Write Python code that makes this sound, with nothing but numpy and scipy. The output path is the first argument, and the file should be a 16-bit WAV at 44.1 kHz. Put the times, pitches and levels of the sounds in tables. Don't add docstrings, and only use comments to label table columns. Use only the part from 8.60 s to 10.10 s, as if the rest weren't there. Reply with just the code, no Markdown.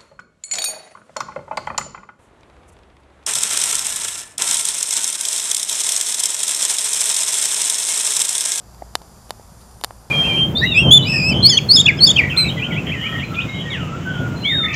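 import sys
import numpy as np
from scipy import signal
from scipy.fft import rfft, irfft
from scipy.io import wavfile
from scipy.ndimage import uniform_filter1d

SR = 44100
rng = np.random.default_rng(int(sys.argv[2]) if len(sys.argv) > 2 else 0)


def to_linear_factor(level_db):
    exponent = np.asarray(level_db, float) / 20
    return 10 ** exponent


def to_wav(sig):
    pcm = np.clip(np.atleast_2d(sig), -1, 1) * 32767
    pcm = np.round(pcm).astype(np.int16)
    wavfile.write(sys.argv[1], SR, pcm.T)


N = 66150


def evened(x):
    return x / np.sqrt(np.mean(x ** 2) + 1e-20)


def add(mix, start_s, sound):
    part = mix[round(start_s * SR):][:len(sound)]
    part += sound[:len(part)]


def shaped_noise(magnitude, size):
    hop = size // 4
    real, imag = rng.standard_normal((N // hop + 5, size // 2 + 1, 2)).T
    spectra = (real + 1j * imag) * magnitude
    return signal.istft(spectra, nperseg=size, noverlap=size - hop)[1][:N]


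# time in seconds, hiss level in dB, share of the whistle band (0 to 1).
TORCH_COURSE = [(0, -54.5, 0.063), (.5, -53, 0.27), (.9, -53.5, 0.33), (1.22, -53.5, 1), (1.5, -54.5, 0.24)]
# centre in Hz, width in Hz, level in dB.
HISS_BANDS = [(3510, 97, -1), (4830, 720, 1), (5860, 720, -1), (7180, 1000, 0), (11150, 1040, -2),
              (13300, 1200, -7), (14800, 300, -19)]


def torch():
    hz = np.fft.rfftfreq(256, 1 / SR)[:, None]
    frame_s = np.arange(N // 64 + 5) * 64 / SR
    time_s, level_db, share = np.transpose(TORCH_COURSE)

    def bump(centre_hz, width_hz):
        return 1 / (1 + ((hz - centre_hz) / (width_hz / 2)) ** 2) ** 2

    bed_db, flicker_db = -8, 0.2
    power = to_linear_factor(2 * bed_db) * bump(5560, 11000)
    for centre_hz, width_hz, db in HISS_BANDS:
        power = power + to_linear_factor(2 * db) * bump(centre_hz, width_hz)
    whistle = np.clip(np.interp(frame_s, time_s, share), 0, 1)
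    power = power + 3 * whistle * bump(9340, 1000)
    flicker = evened(uniform_filter1d(rng.standard_normal(len(frame_s)), 4))
    hiss = evened(shaped_noise(np.sqrt(power) * to_linear_factor(flicker_db * flicker), size=256))
    return hiss * to_linear_factor(np.interp(np.arange(N) / SR, time_s, level_db))


# frequency in Hz, density in dB per Hz.
WASH_SPECTRUM = [(12, -51), (20, -17.5), (59, -5.5), (86, -7), (214, -11), (280, -20.5), (811, -16),
                 (1290, -22.5), (4000, -51), (5200, -77), (8800, -120)]


def traffic_wash():
    wash_db, patchy_db = -46.5, -0.5
    hz = np.fft.rfftfreq(2048, 1 / SR)
    point_hz, point_db = np.transpose(WASH_SPECTRUM)
    patches = rng.standard_normal((N // 512 + 5, len(hz))).T
    patches = evened(uniform_filter1d(uniform_filter1d(patches, 14, 0), 5, 1))
    spectrum_db = np.interp(np.log(hz + 1), np.log(point_hz + 1), point_db)[:, None]
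    return to_linear_factor(wash_db) * evened(shaped_noise(to_linear_factor(spectrum_db + patchy_db * patches), size=2048))


# centre in Hz, width in Hz, level in dB.
ENGINE_PARTIALS = [
    (58, 4.8, -48.5),
    (112, 7.4, -57.5),
]


def engine_drone():
    hz = np.fft.rfftfreq(N, 1 / SR)
    out = np.zeros(N)
    for centre_hz, width_hz, db in ENGINE_PARTIALS:
        resonance = 1 / (1 + ((hz - centre_hz) / (width_hz / 2)) ** 2)
        out += to_linear_factor(db) * evened(irfft(rfft(rng.standard_normal(N)) * resonance, N))
    return out


# start in seconds, level in dB, length in seconds.
SPUTTER_EVENTS = [
    (0.145, -55.5, 0.0043),
    (1.004, -61.5, 0.034),
    (1.11, -57, 0.0062),
    (1.143, -62, 0.0053),
    (1.309, -57, 0.004),
]


def sputters():
    drive = np.zeros(N)
    for start_s, db, length_s in SPUTTER_EVENTS:
        progress = np.minimum(np.arange(1000) / SR / length_s, 1)
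        spray = signal.lfilter([1, -0.11], 1, rng.standard_normal(1000))
        add(drive, start_s, to_linear_factor(db) * spray * np.sin(np.pi * progress ** 0.57))
    return drive


# frequency in Hz, level in dB, t60 in seconds, polarity.
CASE_MODES = [(776.4, -6.1, .0086, 1), (1439, 1.7, .0012, -1), (1795, -18, .012, -1), (3060, -17, .011, -1),
              (3650, -22, .011, -1), (4180, -6.3, .0036, -1), (4600, -9.5, .007, -1), (5350, -.5, .0018, 1),
              (7280, -8.2, .0026, -1), (8690, -12.2, .0012, -1), (9810, -8.9, .0031, 1),
              (11030, -8.2, .0017, 1), (12780, -11.3, .0047, -1), (14800, -26, .004, 1)]


def case_ring(t):
    ring = np.zeros(len(t))
    for hz, db, t60_s, polarity in CASE_MODES:
        ring += np.sign(polarity) * to_linear_factor(db - 60 * t / t60_s) * np.sin(2 * np.pi * hz * t)
    leaf_ring = to_linear_factor(-10.5 - 60 * t / .0122) * np.sin(2 * np.pi * 788.6 * t)
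    return ring - leaf_ring


# delay in seconds, level in dB, polarity.
LEAF_PATHS = [
    (0, -6.5, 1),
    (.000185, -10.5, 1),
    (.000277, 0, 1),
    (.00092, -12.4, -1),
]


def through_case(drive):
    scatter_db, scatter_t60_s, scatter_low_hz = -17, 0.015, 4900
    ground_s, ground_band_hz, ground_db = .0029, (2400, 3900), -10
    lead = 8
    t = np.arange(1500) / SR
    taps = np.zeros(len(t))
    for delay_s, db, polarity in LEAF_PATHS:
        taps += polarity * to_linear_factor(db) * np.sinc((t - delay_s) * SR - lead)

    scatter = rng.standard_normal(len(t)) * (rng.random(len(t)) < .15) * (t > .0012)
    scatter = signal.lfilter(*signal.butter(2, scatter_low_hz, "high", fs=SR), scatter)
    scatter = scatter * to_linear_factor(scatter_db - 60 * t / scatter_t60_s)

    ground = np.roll(taps, round(ground_s * SR))
    ground = signal.lfilter(*signal.butter(1, ground_band_hz, "band", fs=SR), ground)
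    arrivals = taps - to_linear_factor(ground_db) * ground + scatter

    response = np.convolve(case_ring(t), arrivals)[lead:len(t)]
    response = signal.lfilter(*signal.butter(2, 383, "high", fs=SR), response)
    response = response / abs(response).max()
    return signal.oaconvolve(drive, response)[:N]


# start in seconds, level in dB, pitch in Hz, number of turns.
THUD_EVENTS = [
    (.2207, -20.5, 605, 3.9),
    (.2215, -35, 230, 1.8),
    (.4158, -32, 650, 2.2),
    (.6946, -35, 600, 1.6),
    (.7064, -20, 700, 2.1),
    (.7966, -30, 560, 1.7),
    (1.2128, -29, 700, 2.3),
    (1.3075, -32, 800, 2.1),
]


def thuds():
    glide_per_s, overtone_ratio, overtone_db = 65, 2.8, -22.5
    out = np.zeros(N)
    for start_s, db, hz, turns in THUD_EVENTS:
        t = np.arange(0, turns / hz, 1 / SR)
        phase = 2 * np.pi * hz * t * (1 + glide_per_s * t / 2)
        swell = np.sin(np.pi * (t * hz / turns) ** .7) ** 2
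        push = np.sin(phase) + to_linear_factor(overtone_db) * np.sin(overtone_ratio * phase)
        add(out, start_s, -to_linear_factor(db) * swell * push)
    return out


# start in seconds, level in dB, snap width in microseconds.
SNAP_EVENTS = [(.2222, -35, 53), (0.3537, 2, 21.4), (.4162, -45, 35), (0.4184, -31.5, 11),
               (.70663, -9, 17.5), (.7969, -46, 120), (.6945, -32, 8), (.69483, -33, 8), (1.2122, -26, 8),
               (1.21253, -27, 8), (1.3079, -38, 8), (1.2382, -4, 16.5), (1.2453, -3, 10.5),
               (1.3078, -14.5, 92)]


def snaps():
    drive, t = np.zeros(N), np.arange(N) / SR
    for start_s, db, width_us in SNAP_EVENTS:
        bell = np.exp(-.5 * ((t - start_s) / (max(width_us, 8) * 1e-6)) ** 2)
        drive += to_linear_factor(db) * bell / bell.sum()
    return drive


def scene():
    background = torch() + traffic_wash() + engine_drone()
    top_cut = signal.ellip(10, .5, 60, 15200, fs=SR, output="sos")
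    eggs = through_case(sputters() + snaps()) + thuds()
    return (eggs + signal.sosfilt(top_cut, background))[None]


def low_pass(x):
    return signal.sosfilt(signal.butter(12, 16520, fs=SR, output="sos"), x)


def record(dry):
    return low_pass(dry)


dry = scene()
out = record(dry)
to_wav(out)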